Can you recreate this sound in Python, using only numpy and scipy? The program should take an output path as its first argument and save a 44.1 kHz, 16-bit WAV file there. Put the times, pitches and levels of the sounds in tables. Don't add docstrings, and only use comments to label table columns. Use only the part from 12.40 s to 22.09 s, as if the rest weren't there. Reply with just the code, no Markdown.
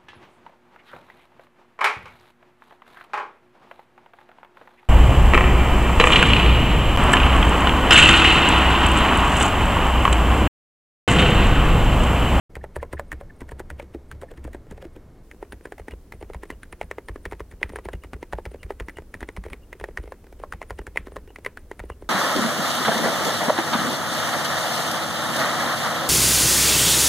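import sys
import numpy as np
from scipy import signal
from scipy.fft import rfft, irfft, next_fast_len
from scipy.io import wavfile
from scipy.ndimage import uniform_filter1d

SR = 44100
rng = np.random.default_rng(int(sys.argv[2]) if len(sys.argv) > 2 else 0)


def unload_wav(signal):
    wavfile.write(
        sys.argv[1],
        SR,
        np.round(np.clip(np.atleast_2d(signal).T, -1, 1) * 32767).astype(np.int16),
    )


N = 427329
START_S, CHANGE_S = .098, 2.83
AGE = np.arange(SR // 6) / SR

# start_s, cap_db, cap_pitch_hz, travel_s, knock_db, hardness_db, thump_db
PRESSES = [(0.1547, -39, 1890, 0.012, -38.5, -1.5, -35), (0.3595, -41.0, 1890, 0.0051, -29.5, -1, -31.5),
           (0.529, -41, 1800.0, 0.0042, -29.5, -4, -33.0), (0.7181, -31.5, 1840, 0.01, -43, -1, -34.5),
           (1.0071, -52, 1970.0, 0.01, -34, -8, -40.5), (1.1128, -55, 1660, 0.0057, -38, -2.5, -36.0),
           (1.1957, -41.5, 1730, 0.0062, -34, -2, -46), (1.3026, -36.5, 1680, 0.0098, -50, -2, -35.0),
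           (1.7147, -40, 1560, 0.013, -48, -12.5, -38.5), (1.8154, -54, 1760, 0.0075, -41, -2.5, -53),
           (1.975, -82, 1970.0, 0.0039, -39.0, -17, -37), (2.042, -58, 1760.0, 0.0087, -35.5, -7.0, -34.5),
           (2.1324, -56, 1820, 0.015, -34, -5, -45), (2.3116, -54, 1800, 0.00094, -37, -10.5, -41),
           (3.123, -43, 1670, 0.0067, -34.5, -7.5, -42.5), (3.394, -80, 1470, 0.0032, -38.5, -0.5, -42),
           (3.5101, -52, 2070, 0.011, -38, -11.0, -37), (3.7231, -40.5, 1870, 0.014, -47, -2, -42),
           (3.8128, -82, 2020.0, 0.014, -35.5, -3.5, -44.0), (3.9349, -53.0, 1870, 0.0115, -41, 6, -35),
           (4.1115, -52, 1910.0, 0.0022, -42, -7, -42), (4.3266, -44.5, 1930.0, 0.0032, -40.5, -4, -43.5),
           (4.429, -57, 2000.0, 0.0033, -41, -10, -39.5), (4.6857, -39.5, 1740, 0.0076, -37, -2, -34),
           (4.8542, -33, 1900, 0.005, -34, -2, -37.5), (4.9132, -51, 1850, 0.0097, -33.5, -1, -40),
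           (4.9969, -52, 1980, 0.0077, -33, -0.5, -37.5), (5.1139, -55, 1840, 0.0108, -42, -9, -46),
           (5.23, -20.0, 2093, 0.008, -36.0, -6, -35.5), (5.2937, -51, 1840, 0.0066, -37, -8, -42.5),
           (5.365, -52, 1770.0, 0.0023, -42, -2.5, -44), (5.453, -51, 1870, 0.0027, -33.5, -4.5, -38.5),
           (5.5329, -42.5, 1850, 0.0036, -35.5, -4, -32.5), (5.6369, -48, 2210, 0.009, -39.5, -4.5, -43),
           (5.7335, -41.5, 1610, 0.0061, -29.5, -11.5, -35), (5.9265, -40, 1890, 0.006, -30.5, 4, -32.5),
           (6.0542, -40.5, 1940, 0.0074, -37.5, 0, -35.5), (6.2314, -42, 1980, 0.0097, -44, -11, -36),
           (6.3997, -35, 1840, 0.0058, -33.5, -2.5, -33.5), (6.5704, -49, 1870, 0.015, -35.5, -1.5, -40),
           (6.7416, -37.5, 1850, 0.0077, -34.5, -8.5, -43.0), (6.8068, -43, 1700, 0.0086, -38, -7, -36),
           (6.9655, -40.5, 1950, 0.0065, -40.0, 3, -32), (7.0391, -49, 1940, 0.013, -45, -7.5, -44),
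           (7.1012, -54, 1880.0, 0.0057, -47, -8, -39), (7.3996, -52, 1770, 0.012, -39, -1.5, -39),
           (7.574, -28.5, 1840.0, 0.01, -40, -0.5, -35.0), (8.1243, -31, 1540, 0.011, -47.5, 12, -37),
           (8.2988, -54, 2120.0, 0.0075, -33.5, 3.5, -37.5), (8.388, -50, 1870, 0.0031, -32.5, -4.5, -37.0),
           (8.4682, -38, 1700, 0.0072, -37.5, -7, -41.0), (8.5734, -20.5, 2044, 0.012, -40.0, -8, -40.0),
           (8.761, -48, 1750, 0.0049, -33.5, 3, -41), (9.0486, -36.5, 2150, 0.013, -38, 1.5, -58),
           (9.3943, -42.5, 1900, 0.006, -41.5, 6.5, -40), (9.4983, -66, 2020.0, 0.0021, -35.0, 1, -37)]
# start_s, cap_db, cap_pitch_hz, knock_db, hardness_db
SNAPS = [(0.2415, -45.5, 1850.0, -34.5, 0), (0.4295, -44, 1970, -32, 2), (0.596, -34.5, 1590, -32.5, 2),
         (0.7279, -37.5, 1760, -52, -4), (1.0912, -48, 1820, -53, 2), (1.3985, -42.5, 2010.0, -39.0, 3.5),
         (2.3801, -70, 1810, -45.5, -0.5), (2.9137, -45.5, 1860.0, -57, -0.5),
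         (3.0278, -50, 1810, -33.0, -1), (3.2555, -39, 1710.0, -35, -2.5),
         (3.3225, -41.5, 1520, -37.0, -0.5), (3.483, -40, 1910, -32, -5.5), (4.0345, -41, 1820, -35.5, -5),
         (4.1033, -34.5, 1950, -29.5, -8.5), (4.2325, -42.5, 1600, -47, -8),
         (4.4136, -34.5, 2120, -29.5, 3.5), (4.513, -32.5, 1950, -33.5, 1), (4.584, -43, 1780, -32.0, -2),
         (4.7597, -51.5, 1690, -33, -3.5), (4.9315, -44.5, 1850, -45, 4.5), (5.359, -34.5, 1710, -36, -1),
         (5.3875, -49, 1920, -39.5, 3.5), (5.4875, -40.5, 1600.0, -35.0, 2),
         (5.829, -42.5, 2010, -31, -3.5), (5.9866, -52, 1650.0, -31.5, 0), (6.306, -40, 1820.0, -28.5, 0.5),
         (6.485, -36, 1900, -32.0, -8), (6.4957, -39.5, 1850, -46, -10), (6.829, -36, 1900, -31.5, -6.5),
         (6.889, -40, 1910, -34.5, -3.5), (7.1325, -35.5, 2150, -37, -6.5), (7.3291, -38, 2000, -44, 1),
         (7.441, -33, 1880, -33.5, -0.5), (7.722, -45, 1540, -37.5, 3.5), (8.0377, -54, 1420, -33.5, 5.5),
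         (8.217, -40, 1950, -38, 6.5), (8.2276, -42.5, 2050, -45, -6), (8.56, -42, 1900.0, -36.5, 2),
         (8.6717, -50, 1700.0, -33, -6), (8.96, -41.5, 1950, -63, -2.0), (9.0631, -26.5, 2050, -33.5, 2.5),
         (9.1732, -38.0, 1600, -50.5, -2), (9.3145, -40.5, 2070, -33.5, -2.5)]
# start_s, knock_db, case_pitch_hz
SOFT_STROKES = [(0.8114, -38, 580), (1.428, -37.5, 360.0), (1.5481, -29.5, 359), (1.8335, -36, 553),
                (1.9164, -41.5, 514), (2.0778, -39.5, 537), (2.3247, -40, 396), (2.4262, -42, 524),
                (2.4535, -36, 357), (2.5651, -39.5, 376), (3.8128, -41, 483), (3.9002, -36, 495),
                (5.2154, -37.5, 450), (5.335, -35.5, 430), (6.1161, -42.5, 384), (6.145, -35.5, 454),
                (7.0529, -43, 456), (7.0641, -35.5, 470), (7.487, -36.5, 473), (7.6395, -39.5, 350.0),
                (7.6759, -41.5, 530), (8.0001, -42.5, 460), (8.7204, -42.5, 503), (9.4385, -35.5, 395),
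                (9.6236, -37, 390.0)]


def strokes(span, case_hz, cap_hz, thump_lag_s):
    knocks, clacks, thumps = [], [], []
    usual_cap_db, stem_to_cap_db = -41, -11.5

    def knock(s, db, hard_db):
        knocks.append((s, db, case_hz * (1 + 0.0571 * hard_db), hard_db))

    def clack(s, db, hz, tick_db, tick_slope):
        clacks.append((s, db, hz, tick_db + tick_slope * (db - usual_cap_db)))

    for s, cap_db, hz, travel_s, knock_db, hard_db, thump_db in during(PRESSES, span):
        clack(s, cap_db, hz, tick_db=-50.5, tick_slope=0.41)
        knock(s, -54 + 0.73 * (cap_db - usual_cap_db), hard_db=1.5)
        bottom_s = s + travel_s
        knock(bottom_s, knock_db, hard_db)
        clack(bottom_s, knock_db + stem_to_cap_db + hard_db, cap_hz, tick_db=-49, tick_slope=0.9)
        thumps.append((bottom_s + thump_lag_s, thump_db))
    for s, cap_db, hz, knock_db, hard_db in during(SNAPS, span):
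        knock(s - .001, knock_db, hard_db)
        clack(s, cap_db, hz, tick_db=-53.5, tick_slope=0.68)
    for s, db, hz in during(SOFT_STROKES, span):
        hard_db = -14 + 23 * np.log2(hz / case_hz)
        knocks.append((s, db, hz, hard_db))
        clack(s, db + stem_to_cap_db + hard_db, cap_hz, tick_db=-65.5, tick_slope=0)
        thumps.append((s + thump_lag_s, db - 10))
    return knocks, clacks, thumps


# pitch_ratio, relative_db, base_t60_s
CASE_MODES = [(0.811, -2, 0.051), (0.962, 14, 0.019), (1.189, -3.5, 0.038)]
PLATE_MODES = [(2.05, 23, 0.015), (2.7, 12.8, 0.016)]


def case(knocks, plate_hz, cut_hz, hollow_hz, hollow_width_hz, hollow_db, sustain, wet_db, room_t60):
    out = np.zeros(N)
    for s, db, hz, hard_db in knocks:
        decay_scale = sustain ** max(-hard_db / 20, 0)
        modes = [(ratio, gain, t60 * decay_scale) for ratio, gain, t60 in CASE_MODES]
        low = blow(ring(modes, hz, contact_s=0.00057, scatter=0.028), db)
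        high = blow(ring(PLATE_MODES, plate_hz, contact_s=0.00056, scatter=0.081), db + hard_db - 7)
        add(out, s, reflect(low - high, wet_db, room_t60))
    hollow = signal.lfilter(*signal.iirpeak(hollow_hz, hollow_hz / hollow_width_hz, fs=SR), out)
    radiation = signal.butter(3, cut_hz, "high", fs=SR, output="sos")
    return signal.sosfilt(radiation, out + undb(hollow_db) * hollow)


# pitch_ratio, relative_db, t60_s
CAP_MODES = [(.85, -12, 0.0076), (1.002, 27, 0.01), (1.2, 0.5, 0.029)]


def caps(clacks, rattle_db, buzz_db, buzz_t60):
    out = np.zeros(N)
    for s, db, hz, _ in clacks:
        tilt_db_per_octave = 0.82 * (db + 33)
        modes = [(ratio, gain + tilt_db_per_octave * np.log2(ratio), t60)
                 for ratio, gain, t60 in CAP_MODES]
        add(out, s, blow(ring(modes, hz, contact_s=0.00037, scatter=0.047), db))
        buzz = band(len(AGE), hz=1860, width_hz=1350) * fade(buzz_t60)
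        add(out, s, blow(buzz, buzz_db + 0.77 * db))
        for lag_s in np.cumsum(rng.uniform(0.001502, 0.0054, size=2)):
            rattle = blow(ring(CAP_MODES, hz, contact_s=0.00013, scatter=0.084), rattle_db + .5 * db)
            add(out, s + lag_s, rattle * np.exp(-lag_s / 0.0061))
    return out


# nominal_pitch_hz, relative_db, t60_s
STOCK_DESK_MODES = [(68.4, 3.5, 0.35), (104.4, 3, 0.083), (171, -19.5, 0.34), (324, -5.5, 0.081)]
DAMPED_DESK_MODES = [(55.7, 0.5, 0.16), (75.2, -11, 0.24), (109, -29, 0.047), (179.7, -10.5, 0.1)]


def desk(thumps, modes):
    out = np.zeros(N)
    for s, db in thumps:
        add(out, s, blow(ring(modes, tuning=0.98, contact_s=0.0059, scatter=0.05), db + 7))
    return out


# frequency_hz, gain_db
STOCK_TICK_SPECTRUM = [(1500, 8), (3300, 2.5), (5000, -2.5), (6200, -2.5), (7200, 3), (8900, 3.5),
                       (10500, -1.5), (16000, -8)]
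DAMPED_TICK_SPECTRUM = [(1500, 12.5), (3300, 2), (5000, -3), (6200, -4.5), (7300, -3), (8300, -6),
                        (9500, 0), (10800, -7.5), (16000, -13)]


def switches(clacks, spectrum, tick_db, settle_db):
    out = np.zeros(N)
    for s, _, _, db in clacks:
        tick = blow(noise() * fade(0.0074), db + tick_db)
        settle = blow(noise() * fade(0.038), db + settle_db)
        own_colour = [(hz, 3 * rng.standard_normal()) for hz, _ in spectrum]
        add(out, s, colour(tick + settle, own_colour))
        slide = rub(t60=0.0083)
        add(out, s - len(slide) / SR, blow(slide, db - 2.5))
    return colour(out, spectrum)


# start_s, level_db
IDLE_TOUCHES = [(2.268, -49), (2.946, -50.5), (3.21, -47), (3.381, -43), (6.621, -47), (7.842, -51),
                (7.868, -50.5), (7.926, -44), (8.876, -46), (8.904, -47), (8.986, -42)]
# frequency_hz, gain_db
TOUCH_SPECTRUM = [(60, -19.5), (220, 9.5), (420, 23), (700, 7), (1000, 2.5), (1400, -0.5), (1900, 3),
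                  (3000, -10.5), (4500, -18.5), (16000, -21)]
RUSTLE_SPECTRUM = [(100, -11.5), (450, 13), (900, 0), (1900, 2.5), (3000, -2), (4500, -12.5), (16000, -22)]


def fingers(span, knocks, touch_db, rustle_db):
    slides, touches = np.zeros(N), np.zeros(N)
    for s, db, _, _ in knocks:
        strength_db = .5 * db + 3 * rng.standard_normal()
        slide = rub(t60=0.051)
        add(slides, s - len(slide) / SR, blow(slide, rustle_db + strength_db))
        settle_s = s + rng.uniform(.006, .025)
        add(touches, settle_s, blow(noise() * fade(0.026), touch_db + strength_db))
    out = colour(slides, RUSTLE_SPECTRUM) + colour(touches, TOUCH_SPECTRUM)
    for s, db in during(IDLE_TOUCHES, span):
        add(out, s, blow(colour(noise() * fade(0.025), TOUCH_SPECTRUM), db))
    return out


# centre_s, level_db
STEM_SQUEAKS = [(.216, -52), (0.404, -49), (.576, -42), (.903, -47), (1.889, -54)]
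SPRING_RINGS = [(3.519, -52), (4.13, -57), (5.545, -51), (5.638, -56), (6.207, -58), (6.576, -51),
                (7.235, -60), (8.395, -57), (8.899, -57), (9.523, -55)]
SPRING_PINGS = [(3.13, -53), (3.81, -68), (4.235, -55), (4.326, -53), (5.361, -45), (5.45, -57)]


def noisy_keys():
    out = np.zeros(N)
    for table, hz, width_hz, length_s in ((STEM_SQUEAKS, 1790, 330, 0.022),
                                          (SPRING_RINGS, 2850, 180, 0.05),
                                          (SPRING_PINGS, 9450, 530, 0.013)):
        for s, db in table:
            add(out, s - length_s / 2, squeak(hz, db, length_s, width_hz))
    return out


def springs(clacks, hz, squeak_db):
    out = np.zeros(N)
    for s, _, _, _ in clacks:
        detune, strength, timing = rng.standard_normal(3)
        sound = squeak(hz * (1 + 0.017 * detune), squeak_db + 3 * strength, length_s=0.019, width_hz=480)
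        add(out, s - .016 + 0.012 * timing, sound)
    return out


# frequency_hz, relative_db
STOCK_AIR_SPECTRUM = [(12, -9), (20, 9.5), (53, -5.5), (93, -5), (182, -11), (422, -17), (660, -23),
                      (1330, -32), (1860, -35), (2600, -42.5), (4540, -45.5), (14300, -51.5), (16000, -58)]
DAMPED_AIR_SPECTRUM = [(12, -33), (20, 3.5), (61, 1.5), (127, -13.5), (228, -13.5), (357, -15.5),
                       (485, -18), (678, -26.5), (1810, -36), (3630, -43), (8180, -44), (9140, -43),
                       (16000, -46)]


def air(span, spectrum, db, side_db):
    mid = colour(rng.standard_normal(N), spectrum)
    side_spectrum = [(60, -19.5), (500, -4.5), (1800, -2), (5000, 2.5)]
    side = undb(side_db) * colour(rng.standard_normal(N), side_spectrum)
    return gate(span) * (undb(db) * mid / np.std(mid) + np.array([side, -side]))


def whine(span, hz, db):
    t = np.arange(N) / SR
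    return gate(span) * undb(db) * np.sin(2 * np.pi * hz * t)


def ring(modes, tuning, contact_s, scatter):
    out = 0
    for nominal, db, t60 in modes:
        detune, weight = rng.standard_normal(2)
        hz = nominal * tuning * np.exp(scatter * detune)
        out = out + undb(db + 2 * weight) * fade(t60) * np.sin(2 * np.pi * hz * AGE)
    return out * (1 - np.exp(-(AGE / contact_s) ** 2))


def reflect(x, wet_db, t60):
    tail = noise() * fade(t60) * (1 - np.exp(-(AGE / 0.0014) ** 2))
    return x + undb(wet_db) * signal.fftconvolve(x, tail / np.linalg.norm(tail))[:len(x)]


def rub(t60):
    grains = noise() * undb(2.5 * noise())
    return (grains * fade(t60))[:SR // 20][::-1]


def squeak(hz, db, length_s, width_hz):
    t = AGE[AGE < length_s]
    return blow(band(len(t), hz, width_hz) * np.sin(np.pi * t / length_s) ** 2, db)


def band(size, hz, width_hz):
    bins = np.fft.rfftfreq(size, 1 / SR)
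    return irfft(rfft(rng.standard_normal(size)) / (1 + (2 * (bins - hz) / width_hz) ** 2), size)


def colour(x, spectrum):
    hz, db = np.transpose(spectrum)
    size = next_fast_len(len(x) + 1024)
    bins = np.maximum(np.fft.rfftfreq(size, 1 / SR), 1)
    gain = undb(np.interp(np.log(bins), np.log(hz), db))
    return irfft(rfft(x, size) * gain, size)[:len(x)]


def blow(x, db):
    return x * undb(db) / np.sqrt(np.sum(x ** 2) / (SR * .01))


def fade(t60):
    return np.exp(-np.log(1000) * AGE / t60)


def noise():
    return rng.standard_normal(len(AGE))


def undb(db):
    return 10 ** (np.asarray(db) / 20)


def gate(span):
    t = np.arange(N) / SR
    return uniform_filter1d(((t >= span[0]) & (t < span[1])) * 1., SR // 100)


def during(table, span):
    return [row for row in table if span[0] <= row[0] < span[1]]


def add(track, s, x):
    i = max(int(s * SR), 0)
    track[i:i + len(x)] += x[:max(len(track) - i, 0)]


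def stock_board():
    span = (START_S, CHANGE_S)
    knocks, clacks, thumps = strokes(span, case_hz=511, cap_hz=1800, thump_lag_s=-0.0021)
    keys = case(knocks, plate_hz=465, cut_hz=160, hollow_hz=567, hollow_width_hz=35, hollow_db=-5,
                sustain=2.34, wet_db=-7, room_t60=0.069)
    keys += caps(clacks, rattle_db=-21, buzz_db=-31, buzz_t60=0.27)
    keys += switches(clacks, STOCK_TICK_SPECTRUM, tick_db=-1, settle_db=-3)
    keys += springs(clacks, hz=9000, squeak_db=-71)
    keys += fingers(span, knocks, touch_db=-33.5, rustle_db=-26)
    keys += desk(thumps, STOCK_DESK_MODES)
    return keys + whine(span, hz=2180, db=-75.5) + air(span, STOCK_AIR_SPECTRUM, db=-44, side_db=-83.5)


def damped_board():
    span = (CHANGE_S, N / SR)
    knocks, clacks, thumps = strokes(span, case_hz=461, cap_hz=1995, thump_lag_s=0.0049)
    keys = case(knocks, plate_hz=466.6, cut_hz=295, hollow_hz=412, hollow_width_hz=42, hollow_db=-8,
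                sustain=0.96, wet_db=-13.5, room_t60=0.084)
    keys += caps(clacks, rattle_db=-24.5, buzz_db=-28, buzz_t60=0.21)
    keys += switches(clacks, DAMPED_TICK_SPECTRUM, tick_db=2, settle_db=-1)
    keys += springs(clacks, hz=9200, squeak_db=-66.5)
    keys += fingers(span, knocks, touch_db=-32.5, rustle_db=-31)
    keys += desk(thumps, DAMPED_DESK_MODES)
    return keys + air(span, DAMPED_AIR_SPECTRUM, db=-46, side_db=-71)


def scene():
    return stock_board() + damped_board() + noisy_keys()


def record(dry):
    return signal.sosfilt(signal.ellip(10, .2, 80, 15900, fs=SR, output="sos"), dry)


dry = scene()
out = record(dry)
unload_wav(out)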